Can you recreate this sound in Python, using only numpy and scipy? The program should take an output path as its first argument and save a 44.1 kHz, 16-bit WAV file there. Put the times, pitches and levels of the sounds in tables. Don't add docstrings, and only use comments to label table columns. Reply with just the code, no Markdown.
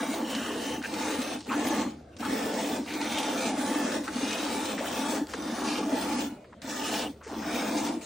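import sys
import numpy as np
from scipy import signal
from scipy.fft import rfft, irfft
from scipy.io import wavfile
from scipy.ndimage import uniform_filter1d

SR = 44100
rng = np.random.default_rng(int(sys.argv[2]) if len(sys.argv) > 2 else 0)


def persist_wave(psi):
    counts = np.round(np.clip(psi, -1, 1) * 32767).astype(np.int16)
    wavfile.write(sys.argv[1], SR, np.atleast_2d(counts).T)


def nominal_scale(level):
    x = np.asarray(level, float) / 20
    return 10 ** x


N = 355005
TIME = np.arange(N) / SR
COARSE = np.arange(N // 40 + 2) * 40 / SR

# jet lands in seconds, breaks off in seconds, first force in dB,
# last force in dB, plunge into the froth in dB
LEFT_SQUIRTS = [
    (0.208, 0.741, -43, -41.5, -1),
    (1.469, 1.813, -41, -38.5, 2),
    (2.2, 2.759, -39.5, -42, 2),
    (3.48, 3.95, -40.5, -40, 1.5),
    (4.72, 5.165, -42, -39.5, -1),
    (5.83, 6.211, -40, -41, 2.5),
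    (6.632, 7.042, -42.5, -40, -3.5),
    (8.016, 8.2, -44.5, -47, -16),
]
RIGHT_SQUIRTS = [
    (-0.2, 0.194, -36, -42, 0.5),
    (0.84, 1.34, -39, -41.5, -2.5),
    (2.859, 3.484, -40.5, -38.5, -1),
    (4.042, 4.72, -40.5, -39.5, -3),
    (5.284, 5.792, -43, -39.5, 0.7),
    (7.277, 7.895, -44, -39.5, 2.5),
]
BAND_EDGES_HZ = [9475, 10164, 10853, 11542, 13060, 14470, 15850]


def rms_one(x):
    return x / np.sqrt(np.mean(x ** 2) + 1e-20)


def side_gain(db):
    return nominal_scale(np.array([[0], [db]]))


def at_hz(points, hz):
    return np.interp(np.log(hz), np.log(np.array(points)[:, 0]), np.array(points)[:, 1])


def gate(start, end, rise, fall, time=TIME):
    return np.interp(time, [start - rise, start, end, end + fall], [0, 1, 1, 0])


def fine(x):
    return np.interp(TIME, COARSE, x)


def drift(rate):
    r = np.exp(-80 * np.pi * rate / SR)
    chance = rng.standard_normal(len(COARSE) + 2000)
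    return rms_one(signal.lfilter([1], [1, -2 * r, r * r], chance)[2000:])


def resonance(x, hz, width_hz):
    r = np.exp(-np.pi * width_hz / SR)
    poles = [1, -2 * r * np.cos(2 * np.pi * hz / SR), r * r]
    return signal.lfilter((1 - r * r) / 2 * np.array([1, 0, -1]), poles, x)


def lifted(x, modes):
    for hz, width_hz, lift_db in modes:
        x = x + (nominal_scale(lift_db) - 1) * resonance(x, hz, np.maximum(width_hz, 20))
    return x


def grains(per_s, spread_db, rows=2):
    draw = rng.random((3, rows, N))
    hit = draw[0] < per_s / SR
    out = np.zeros((rows, N))
    size = nominal_scale(spread_db * np.minimum(-np.log(draw[1][hit] + 1e-9), 5))
    out[hit] = size * np.sign(draw[2][hit] - .5)
    return rms_one(out)


def banded(source, low_hz, high_hz, spectrum, patchy_db):
    # frequency in Hz, side minus mid in dB
    side_width = [(150, -28), (250, -37.5), (380, -17), (600, -3), (900, -2), (1300, -5), (1900, -14.5),
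                  (2600, -4.5), (3800, -3), (6000, -3.5), (9000, -5.5)]
    edges = np.geomspace(low_hz, high_hz, 1 + int(np.ceil(3 * np.log2(high_hz / low_hz))))
    out = 0
    for k, (low, high) in enumerate(zip(edges, edges[1:])):
        hz = np.sqrt(low * high)
        band = signal.sosfilt(signal.butter(2, [low, high], "band", fs=SR, output="sos"), source)
        patches = patchy_db * (drift(4.0) + 0.59 * drift(21))
        gain = (-1) ** k * fine(nominal_scale(at_hz(spectrum, hz) + patches))
        out = out + gain * band * side_gain(at_hz(side_width, hz))
    return out


def jets(drum_room, gurgle_room):
    # frequency in Hz, level in dB per Hz
    jet_colour = [(76, -56), (130, -25), (211, -0.5), (291, 1.5), (367, -7.5), (507, -12), (752, -9.5),
                  (884, -16), (984, -15.5), (2990, -21.5), (9400, -28.5), (12200, -68), (20700, -120)]
    # level against force in dB, share of plunge, share of grip time, lasts on in seconds,
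    # fall in dB per second
    impacts = [
        (5.5, 0.86, 0.61, 0.066, 366),
        (3, 0.42, 1.11, 0.019, 201),
        (-2.5, -0.16, 1.02, 0.0014, 180),
        (-0.25, -0.28, 1.19, 0.00079, 163),
    ]

    def milk(per_s, spread_db, low_hz, high_hz, patchy_db):
        return in_pail(banded(grains(per_s, spread_db), low_hz, high_hz, jet_colour, patchy_db))

    slugs = bursts(per_s=200, fade_s=0.038)
    drum_gain = drum_room * impact(*impacts[0], late_share=0.046) * nominal_scale(0.1 * slugs)
    drum = drum_gain * milk(1500, 1.6, 119.0, 409.5, patchy_db=0.9)
    gurgle_gain = gurgle_room * impact(*impacts[1]) * nominal_scale(0.11 * slugs)
    gurgle = gurgle_gain * milk(3000, 1.87, 372.6, 1278, patchy_db=0.16)
    splash = impact(*impacts[2]) * nominal_scale(0.25 * slugs) * milk(4000, 1.0, 1076, 2200, patchy_db=0.1)
    spray_gain = impact(*impacts[3]) * nominal_scale(1.63 * slugs)
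    spray = spray_gain * milk(9000, 2.0, 1944, 10230, patchy_db=1.45)
    return drum + gurgle + landing(splash + spray), spray_gain


def bursts(per_s, fade_s):
    hits = np.abs(grains(per_s, 0.97, rows=1)[0])
    slugs = signal.lfilter([1], [1, -np.exp(-1 / (fade_s * SR))], hits)
    return rms_one(slugs - slugs.mean())


def impact(rise_db, plunge_share, grip_share, lasts_s, fall, late_share=0):
    ease_s = 0.14
    crisp_per_plunge = 1.2
    dribble_db, dribble_per_plunge, dribble_db_per_s = -9.5, 1.8, 131
    hands = ((0.093, -8.5, LEFT_SQUIRTS), (0.15, -10, RIGHT_SQUIRTS))
    power = 1e-12
    for grip_s, thread_db, squirts in hands:
        for start, end, first_db, last_db, plunge_db in squirts:
            start = start + late_share * grip_s
            full = start + abs(grip_s * grip_share)
            stop = end + lasts_s
            held = np.interp(COARSE, [start - .03, start, full, stop - ease_s, stop],
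                             [first_db - 43.5, first_db + thread_db, first_db, last_db, last_db])
            after = np.maximum(COARSE - stop, 0)
            break_off = -fall * nominal_scale(-crisp_per_plunge * min(plunge_db, 0)) * after
            dribble = dribble_db + dribble_per_plunge * plunge_db - dribble_db_per_s * after
            tail = np.maximum(break_off, dribble)
            power = power + nominal_scale(2 * (held + tail + plunge_share * plunge_db))
    return nominal_scale(rise_db) * fine(np.sqrt(power))


def in_pail(x):
    # frequency in Hz, width in Hz, lift in dB
    air_modes = [(217, 14, 4), (249, 112, 5), (302.6, 9.8, 6.5), (510, 17, 8), (657, 25, 3.5),
                 (879, 52, 8.5), (1299, 13, -23)]
    x = lifted(x, air_modes)
    return x / np.sqrt(np.mean(x[0] ** 2))


def landing(x):
    # frequency in Hz, width in Hz, lift in dB
    left_spot = [(1737, 49, 6.5), (3370, 230, 3), (4770, 170, -6), (5550, 1500, 2.5), (7480, 640, 2)]
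    right_spot = [(2000, 150, -5), (2400, 130, 3.5), (3630, 510, 2), (6270, 410, 4.5), (6570, 280, -4.5)]
    # peak in Hz, its lift in dB, notch in Hz, its gain in dB
    left_echoes = [(3010, 5.5, 3440, -25), (5930, 4, 5600, -9), (3020, 0.5, 6500, -3), (9100, 8, 1800, 1.5),
                   (3500, 1, 9000, 2), (6200, 2.5, 4100, -3), (2870, -3, 2110, -7.5), (4000, 4, 6500, 15)]
    right_echoes = [(9160, 10.4, 9360, -24), (5570, 1.4, 3300, -4), (5970, 3, 4100, 1),
                    (5770, 1.1, 3100, 0), (3130, 1.6, 3340, -11), (5370, 3.7, 4930, 3.5)]
    out = x.copy()
    hands = ((left_spot, LEFT_SQUIRTS, left_echoes), (right_spot, RIGHT_SQUIRTS, right_echoes))
    for spot, squirts, echoes in hands:
        for (start, end, *_), (peak_hz, lift_db, notch_hz, cut_db) in zip(squirts, echoes):
            part = slice(max(round((start - .05) * SR), 0), round((end + .12) * SR))
            plain = x[:, part]
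            own = [(peak_hz, 330, lift_db), (notch_hz, 330, cut_db),
                   (peak_hz - 720, 400, -.8 * max(lift_db + 0.5, 0))]
            coloured = lifted(plain, list(spot) + own)
            change = coloured * plain.std() / coloured.std() - plain
            out[:, part] += gate(start + 0.029, end + 0.062, 0.03, 0.039)[part] * change
    return out


def craters():
    # start in seconds, end in seconds, pitch in Hz, width in Hz, level in dB
    hollows = [(.25, .31, 2950, 400, -46), (.325, .365, 2980, 250, -39.5), (.38, .775, 2950, 330, -45),
               (.836, .857, 1620, 350, -35), (.838, .858, 2450, 400, -40), (1.385, 1.47, 3500, 5000, -53),
               (1.505, 1.55, 1150, 500, -30.5), (1.495, 1.545, 2450, 500, -39.5),
               (2.82, 2.875, 3000, 5000, -51), (2.88, 2.945, 2000, 1500, -42), (3.04, 3.2, 5800, 1200, -46),
               (2.13, 2.142, 2650, 400, -62), (.862, .872, 7500, 3000, -50),
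               (2.167, 2.173, 4500, 5000, -53), (2.188, 2.198, 5500, 2000, -53),
               (2.229, 2.265, 1250, 450, -37), (4.076, 4.09, 1400, 450, -36), (4.138, 4.25, 4400, 300, -49),
               (4.778, 4.803, 1500, 1300, -37.5), (4.808, 4.85, 560, 350, -35),
               (4.84, 4.87, 1300, 600, -41), (5.3, 5.355, 5800, 2500, -49), (5.335, 5.345, 1500, 400, -36),
               (5.335, 5.35, 3600, 2500, -44), (5.395, 5.44, 6000, 350, -51),
               (6.444, 6.448, 1500, 1200, -53), (6.528, 6.538, 1000, 600, -47),
               (6.8, 7.075, 2900, 320, -42), (7.212, 7.226, 1100, 700, -49), (7.238, 7.32, 5200, 3500, -53),
               (7.235, 7.29, 1300, 1600, -50), (7.3, 7.36, 650, 600, -41), (7.43, 7.7, 1400, 600, -42.5)]
    patter = grains(2500, 2.7)
    out = np.zeros((2, N))
    for start, end, hz, width_hz, level_db in hollows:
        part = slice(round((start - .05) * SR), round((end + .25) * SR))
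        once = resonance(patter[:, part], hz, 1.15 * width_hz)
        ring = rms_one(resonance(once, hz, 1.15 * width_hz))
        swell = gate(start, end, .002 + .12 * min(end - start, .1), .012)[part]
        out[:, part] += nominal_scale(level_db - 1) * swell * ring * side_gain(-12)
    return out


def cave_ins():
    lasts_s, after_s = .036, .046
    out = np.zeros((2, N + SR))
    age = np.arange(round(lasts_s * SR)) / SR
    shape = np.sin(np.pi * (age / lasts_s) ** .8)
    for _, end, _, last_db, plunge_db in LEFT_SQUIRTS:
        at = round((end + after_s) * SR)
        hz = 280 * rng.uniform(.92, 1.08)
        out[0, at:at + len(age)] += nominal_scale(last_db + plunge_db + 8) * shape * np.sin(2 * np.pi * hz * age)
    return out[:, :N]


def knocks(rows, swell_s, level_db):
    swallowed = 0.26
    out, busy = np.zeros((2, N + SR)), np.zeros(N + SR)
    age = np.arange(SR // 10) / SR
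    shape = age / swell_s * np.exp(1 - age / swell_s)
    for s, peak_db, hz in rows:
        part = slice(round(s * SR), round(s * SR) + len(age))
        out[0, part] += nominal_scale(peak_db + level_db) * shape * np.sin(2 * np.pi * hz * age)
        busy[part] = np.maximum(busy[part], shape)
    return out[:, :N], 1 - swallowed * busy[:N]


def thumps():
    # start in seconds, peak in dB, pitch in Hz
    slug_hits = [(0.085, -20, 270), (0.363, -24, 267), (0.414, -25.5, 250), (0.67, -26, 280),
                 (0.701, -31, 275), (0.926, -24, 307), (1.099, -23, 310), (1.147, -26, 293),
                 (1.187, -19, 260), (1.35, -29.5, 250), (1.486, -22.5, 272), (1.556, -20.5, 296),
                 (1.669, -20, 289), (1.704, -18.5, 306), (1.788, -22, 280), (1.881, -26, 290),
                 (2.209, -25.5, 262), (2.25, -26, 262), (2.325, -21.5, 278), (2.79, -19.5, 291),
                 (2.564, -22, 276), (2.628, -22.5, 282), (2.727, -20, 257), (2.954, -23, 298),
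                 (3.049, -24, 308), (3.103, -29, 260), (3.347, -28, 276), (3.383, -31, 253),
                 (3.466, -20.5, 234), (3.511, -30, 269), (3.59, -21.5, 249), (3.637, -20.5, 278),
                 (3.709, -22, 283), (3.758, -17.5, 290), (3.845, -19, 247), (4.084, -27.5, 313),
                 (4.156, -21.5, 243), (4.185, -25.5, 264), (4.229, -18, 266), (4.393, -23.5, 300),
                 (4.569, -26, 267), (5.088, -25, 241), (5.129, -29, 277), (5.152, -22.5, 280),
                 (5.214, -17.5, 290), (5.525, -22, 230), (5.672, -24, 245), (5.732, -28, 260),
                 (6.298, -32, 280), (5.869, -21, 301), (5.924, -16, 264), (6.166, -23, 247),
                 (6.643, -28.5, 263), (6.786, -27, 272), (6.836, -31, 295), (7.706, -21.5, 300),
                 (7.757, -23, 300), (7.894, -18.5, 301), (7.966, -21, 309)]
    return knocks(slug_hits, swell_s=0.0074, level_db=-4)


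def plops():
    # start in seconds, peak in dB, pitch in Hz
    bubbles = [(0.137, -24, 683), (0.556, -22, 468), (0.707, -21, 498), (0.744, -26, 864),
               (0.922, -27, 840), (1.154, -23, 890), (1.222, -26, 560), (1.478, -24.5, 394),
               (1.578, -22, 680), (1.728, -18, 580), (1.799, -23, 522), (2.202, -28, 729),
               (2.226, -24, 870), (2.258, -21, 860), (2.452, -28, 778), (2.587, -23, 874),
               (3.011, -21, 885), (3.276, -26, 664), (3.493, -22.5, 623), (3.573, -21.5, 635),
               (4.079, -26.5, 860), (4.27, -30, 640), (4.324, -27, 431), (4.806, -21.5, 560),
               (4.938, -24, 527), (5.132, -18, 515), (5.341, -22.5, 466), (5.495, -28, 516),
               (5.536, -23, 675), (5.942, -18.5, 480), (6.844, -28, 900), (6.882, -27, 422),
               (6.923, -22, 820), (6.95, -22, 844), (7.265, -25.5, 446), (7.328, -23, 406)]
    return knocks(bubbles, swell_s=0.0042, level_db=-9)


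def drops():
    # start in seconds, peak in dB, pitch in Hz, ring time to -60 dB in seconds
    lone_drops = [(0.817, -17, 1610, 0.061), (0.826, -28, 2900, 0.03), (1.4061, -20, 4160, 0.043),
                  (1.668, -8, 1020, 0.032), (2.169, -21, 1160, 0.013), (2.206, -24, 1030, 0.04),
                  (2.2272, -23, 902, 0.047), (4.0502, -23, 1820, 0.037), (4.0788, -8, 1510, 0.055),
                  (5.27, -17, 3970, 0.013), (5.291, -18, 1570, 0.055), (5.3362, -3, 1420, 0.028),
                  (6.5266, -47, 1270, 0.06), (8.0162, -24.5, 2400, 0.02)]
    out = np.zeros((2, N + SR))
    age = np.arange(SR // 10) / SR
    for s, peak_db, hz, t60 in lone_drops:
        part = slice(round(s * SR), round(s * SR) + len(age))
        tick = rng.standard_normal((2, len(age))) * np.exp(-age / 0.002)
        tick = 0.34 * min(hz / 4000, 1) ** 2 * tick
        ring = resonance(rng.standard_normal((2, len(age))), hz, 410)
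        ring = ring * 1.36 * nominal_scale(-60 * age / np.clip(t60, .01, .2))
        out[:, part] += nominal_scale(peak_db - 10.5) * (tick + ring) * side_gain(-9)
    return signal.sosfilt(signal.butter(2, [700, 9500], "band", fs=SR, output="sos"), out[:, :N])


def spatters():
    # start in seconds, peak in dB
    clots = [(0.2764, -38), (0.329, -29), (0.35, -21), (0.5596, -34), (0.6, -36), (0.825, -29),
             (0.845, -37), (0.938, -23.5), (1.2175, -21), (1.4062, -32), (1.519, -28), (1.67, -22),
             (2.166, -36), (2.2049, -30), (2.25, -26), (2.3052, -31), (2.5386, -25), (2.898, -33),
             (2.9375, -22), (3.0135, -21), (3.0425, -25), (3.1213, -26), (3.184, -17), (3.23, -21.5),
             (3.422, -29), (4.1375, -31), (4.3081, -21), (4.3286, -21.5), (4.3799, -24), (4.4413, -28),
             (4.655, -22), (4.788, -27), (5.3346, -30), (5.6665, -33), (5.9958, -35), (6.618, -29),
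             (6.6983, -30), (6.94, -20), (7.8655, -22)]
    fade_s = 0.0089
    hits = np.zeros(N) + 1e-18
    s, peak_db = np.transpose(clots)
    hits[(s * SR).astype(int)] = nominal_scale(peak_db - 11.5)
    fading = signal.lfilter([1], [1, -np.exp(-1 / (fade_s * SR))], hits)
    bright = signal.butter(1, [1500, 5000], "band", fs=SR, output="sos")
    hiss = signal.sosfilt(bright, rng.standard_normal((2, N)))
    return uniform_filter1d(fading, size=40) * rms_one(hiss) * side_gain(-8)


def spans(rows):
    on = sum((gate(a + .004, b - .004, .006, .006, COARSE) for a, b in rows), 0 * COARSE)
    return np.clip(on, 0, 1)


def smooth(x):
    return fine(uniform_filter1d(uniform_filter1d(x, size=8), size=8))


def top_bands(spray_gain):
    whistle_hz = [9819, 10508, 11197, 12573, 13954, 15332]
    # noise in dB and whistle in dB against the spray,
    # side in quadrature from 0 to 1
    band_levels = [(-12, -18, .15), (-15, -15, .15), (-18.5, -19, .15), (-13, -60, .15),
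                   (-13.5, -16.5, 0.55), (-8.5, -11, 0.5)]
    # middle in seconds, half length in
    # seconds, lift in dB
    ticks = [
        (1.225, .008, 2),
        (1.68, .012, 7),
        (2.07, .08, -5),
        (2.205, .035, 3),
        (5.26, .04, 1),
        (6.28, .02, 2),
        (6.51, .08, -9),
        (6.621, .004, 6),
        (7.22, .03, 6),
    ]
    # start in seconds, end in seconds
    tone_1 = [(1.771, 1.942), (2.775, 2.862), (2.929, 2.972), (4.661, 4.867), (4.894, 4.943), (5.68, 5.732),
              (5.75, 5.889), (5.956, 5.999), (6.635, 6.716), (7.285, 7.483), (7.529, 7.982)]
    tone_2 = [(0.075, 0.16), (0.2, 0.238), (0.27, 0.308), (1.225, 1.309), (1.361, 1.434), (1.533, 1.611),
              (2.432, 2.496), (2.572, 2.688), (2.74, 2.853), (2.969, 3.062), (3.17, 3.24), (3.332, 3.379),
              (3.541, 3.75), (3.892, 4.072), (4.104, 4.281), (4.708, 4.78), (4.804, 4.899), (4.917, 5.19),
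              (5.686, 5.799), (5.846, 5.883), (6.185, 6.246), (6.31, 6.432), (6.664, 6.719), (6.777, 6.908),
              (6.957, 7.001), (7.07, 7.146), (7.442, 7.48), (7.509, 7.602), (7.726, 7.88), (7.912, 8.011)]
    tone_3 = [(0.348, 0.447), (0.525, 0.572), (0.665, 0.711), (0.737, 0.784), (0.915, 0.965),
              (1.025, 1.085), (4.331, 4.426), (5.082, 5.137), (5.2, 5.492), (5.66, 5.8), (7.306, 7.358),
              (7.506, 7.581)]
    tone_5 = [(0.348, 0.412), (0.49, 0.69), (0.729, 0.787), (0.894, 1.036), (1.222, 1.297), (1.321, 1.367),
              (1.414, 1.463), (1.683, 1.73), (2.781, 2.85), (3.315, 3.381), (3.64, 3.759), (3.863, 4.133),
              (4.659, 4.838), (4.879, 5.03), (5.08, 5.14), (5.207, 5.256), (5.326, 5.358), (5.41, 5.619),
              (5.666, 5.79), (6.185, 6.287), (6.325, 6.43), (6.74, 6.83), (6.856, 6.93), (7.04, 7.12),
              (7.439, 7.477), (7.538, 7.645)]
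    tone_6 = [(0.348, 0.639), (0.94, 1.431), (1.573, 2.058), (2.154, 2.197), (3.062, 3.428), (3.445, 3.75),
              (3.825, 4.775), (5.341, 5.671), (5.921, 6.072), (7.869, 8.049)]
    # start in seconds, end in seconds
    noise_2 = [(0.003, 0.073), (0.311, 0.859), (1.036, 1.065), (1.123, 1.222), (1.44, 1.524),
               (1.657, 1.698), (1.733, 1.768), (1.948, 2.096), (2.119, 2.316), (2.923, 2.952),
               (3.381, 3.419), (3.753, 3.823), (4.296, 4.412), (4.429, 4.612), (5.193, 5.683),
               (5.886, 5.953), (5.988, 6.182), (6.266, 6.307), (6.435, 6.467), (6.49, 6.557), (6.58, 6.629),
               (7.149, 7.233)]
    noise_3 = [(0.041, 0.073), (1.443, 1.492), (1.66, 1.701), (2.183, 2.273), (3.19, 3.245), (3.325, 3.38),
               (3.77, 3.82), (4.296, 4.328), (5.216, 5.312), (5.88, 5.96), (6.09, 6.14), (6.261, 6.304),
               (7.198, 7.245)]
    noise_5 = [(0.0, 0.136), (0.16, 0.345), (0.827, 0.891), (1.448, 1.541), (1.64, 1.681), (2.145, 2.47),
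               (2.725, 2.765), (2.873, 3.036), (3.18, 3.21), (3.3, 3.355), (3.405, 3.445), (3.564, 3.637),
               (3.776, 3.823), (3.95, 4.0), (4.185, 4.215), (4.325, 4.355), (4.395, 4.45), (4.566, 4.72),
               (5.248, 5.323), (5.889, 5.93), (5.991, 6.133), (6.62, 6.71), (7.204, 7.436), (7.625, 7.655),
               (7.675, 7.7), (7.715, 7.765), (7.855, 7.885)]
    noise_6 = [(0.0, 0.345), (0.641, 0.938), (1.434, 1.57), (2.183, 3.016), (3.039, 3.059), (3.753, 3.823),
               (4.778, 5.338), (5.805, 5.918), (6.075, 6.159), (6.197, 6.867), (6.908, 7.866)]
    all_tones = (tone_1, tone_2, tone_3, [], tone_5, tone_6)
    all_noises = ([(0, 9)], noise_2, noise_3, [], noise_5, noise_6)
    out = 0
    hz = np.fft.rfftfreq(N, 1 / SR)
    spray = np.interp(COARSE, TIME, uniform_filter1d(spray_gain, size=80))
    mid, loose = rfft(rng.standard_normal((2, N)))
    filled = sum(gate(s - half, s + half, .008, .008, COARSE) for s, half, _ in ticks)
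    tick_db = sum(lift_db * gate(s - half / 2, s + half / 2, .005, .01, COARSE)
                  for s, half, lift_db in ticks)
    spray = spray * nominal_scale(tick_db)
    bands = zip(BAND_EDGES_HZ, BAND_EDGES_HZ[1:], whistle_hz, band_levels, all_tones, all_noises)
    for low, high, centre_hz, (noise_db, tone_db, turn), tones, noises in bands:
        tone_on = spans(tones)
        noise_on = np.clip(spans(noises) - tone_on + filled, 0, 1)
        inside = (hz > low) & (hz < high)
        noise = irfft(np.array([mid, -1j * turn * mid + 0.21 * loose]) * inside, N)
        phase = 2 * np.pi * centre_hz * TIME
        tone = np.array([np.sin(phase), -turn * np.cos(phase)])
        patches = drift(12) > (.5 if high < 15000 else -.5)
        under = .3 * tone_on * (high > 14000) * patches
        tone_gain = (tone_on + 0.2 * noise_on) * spray * nominal_scale(tone_db + 2.5 + 3 * drift(9))
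        noise_gain = smooth((noise_on + under) * spray * nominal_scale(2.5 * drift(14))) * nominal_scale(noise_db)
        out = out + noise_gain / noise[0].std() * noise + smooth(tone_gain) * tone
    return nominal_scale(-4.5) * out


def shed():
    # frequency in Hz, level in dB per Hz
    murmur_colour = [(18, -35), (30, -23.5), (87, -13.5), (187, -16), (491, -18.5), (655, -23), (834, -35),
                     (1250, -31), (2170, -39.5), (9500, -52), (12400, -82), (20900, -120)]
    # time in seconds, level in dB
    fan_load = [(0.0, -67), (0.13, -64.5), (0.87, -60), (0.92, -68), (2.33, -56), (2.42, -87),
                (2.55, -63.5), (3.5, -63), (3.79, -71), (4.01, -61.5), (6.3, -61), (6.34, -71),
                (7.29, -54.5), (8.05, -68)]
    fan_hz, fan_width_hz = 76.1, 1.48
    murmur = rms_one(banded(rng.standard_normal((2, N)), 29.16, 9400, murmur_colour, patchy_db=3.0))
    turns = np.cumsum(fan_hz + fan_width_hz * fine(drift(3.7))) / SR
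    hum = np.sqrt(2) * np.sin(2 * np.pi * turns)
    hum_gain = nominal_scale(1.5 + np.interp(TIME, *np.transpose(fan_load)))
    return nominal_scale(-55) * murmur + hum_gain * hum * side_gain(-26)


def thinned(x):
    ridge_db, valley_db = 2.8, -6.0
    hz, _, cells = signal.stft(x, SR, nperseg=1024)
    field = uniform_filter1d(rng.standard_normal(cells.shape), size=3, axis=1)
    field = uniform_filter1d(field, size=14, axis=2)
    field /= field.std()
    cells = cells * nominal_scale(ridge_db * field * (hz > 350)[:, None])
    power = uniform_filter1d(uniform_filter1d(abs(cells) ** 2, size=3, axis=1), size=6, axis=2)
    valley = power < nominal_scale(2 * valley_db) * uniform_filter1d(power, size=41, axis=1)
    cells = cells * np.where(valley & (hz > 1900)[:, None], nominal_scale(-22), 1)
    return signal.istft(cells, SR, nperseg=1024)[1][:, :N]


def scene():
    # time in seconds, side level in dB
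    image_spread = [(0.2, -6), (1.0, -4), (2.1, -1.5), (3.1, -5.5), (3.8, -2.5), (5, -3.5), (5.6, -5.5),
                    (6.2, -1), (7.2, -3.5)]
    # time in seconds, left minus right in dB
    phone_sway = [(0, .1), (1.7, .5), (3.2, .1), (5.2, .9), (5.8, .2), (7.2, .3), (8.05, 1.1)]
    thump_sound, drum_room = thumps()
    plop_sound, gurgle_room = plops()
    milk, spray_gain = jets(drum_room, gurgle_room)
    low = thinned(milk + shed()) + craters() + drops() + cave_ins()
    low = low + thump_sound + plop_sound + spatters()
    low = irfft(rfft(low) * (np.fft.rfftfreq(N, 1 / SR) < BAND_EDGES_HZ[0]), N)
    low[1] *= nominal_scale(np.interp(TIME, *np.transpose(image_spread)))
    mid, side = low + top_bands(spray_gain)
    lean = nominal_scale(np.interp(TIME, *np.transpose(phone_sway)) / 2)
    return np.array([mid * lean + side, mid / lean - side])


def top_cut(x):
    return signal.sosfilt(signal.butter(12, 15870, fs=SR, output="sos"), x)


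def record(dry):
    mix = signal.sosfilt(signal.butter(2, 45, "high", fs=SR, output="sos"), dry)
    return top_cut(mix)


dry = scene()
out = record(dry)
persist_wave(out)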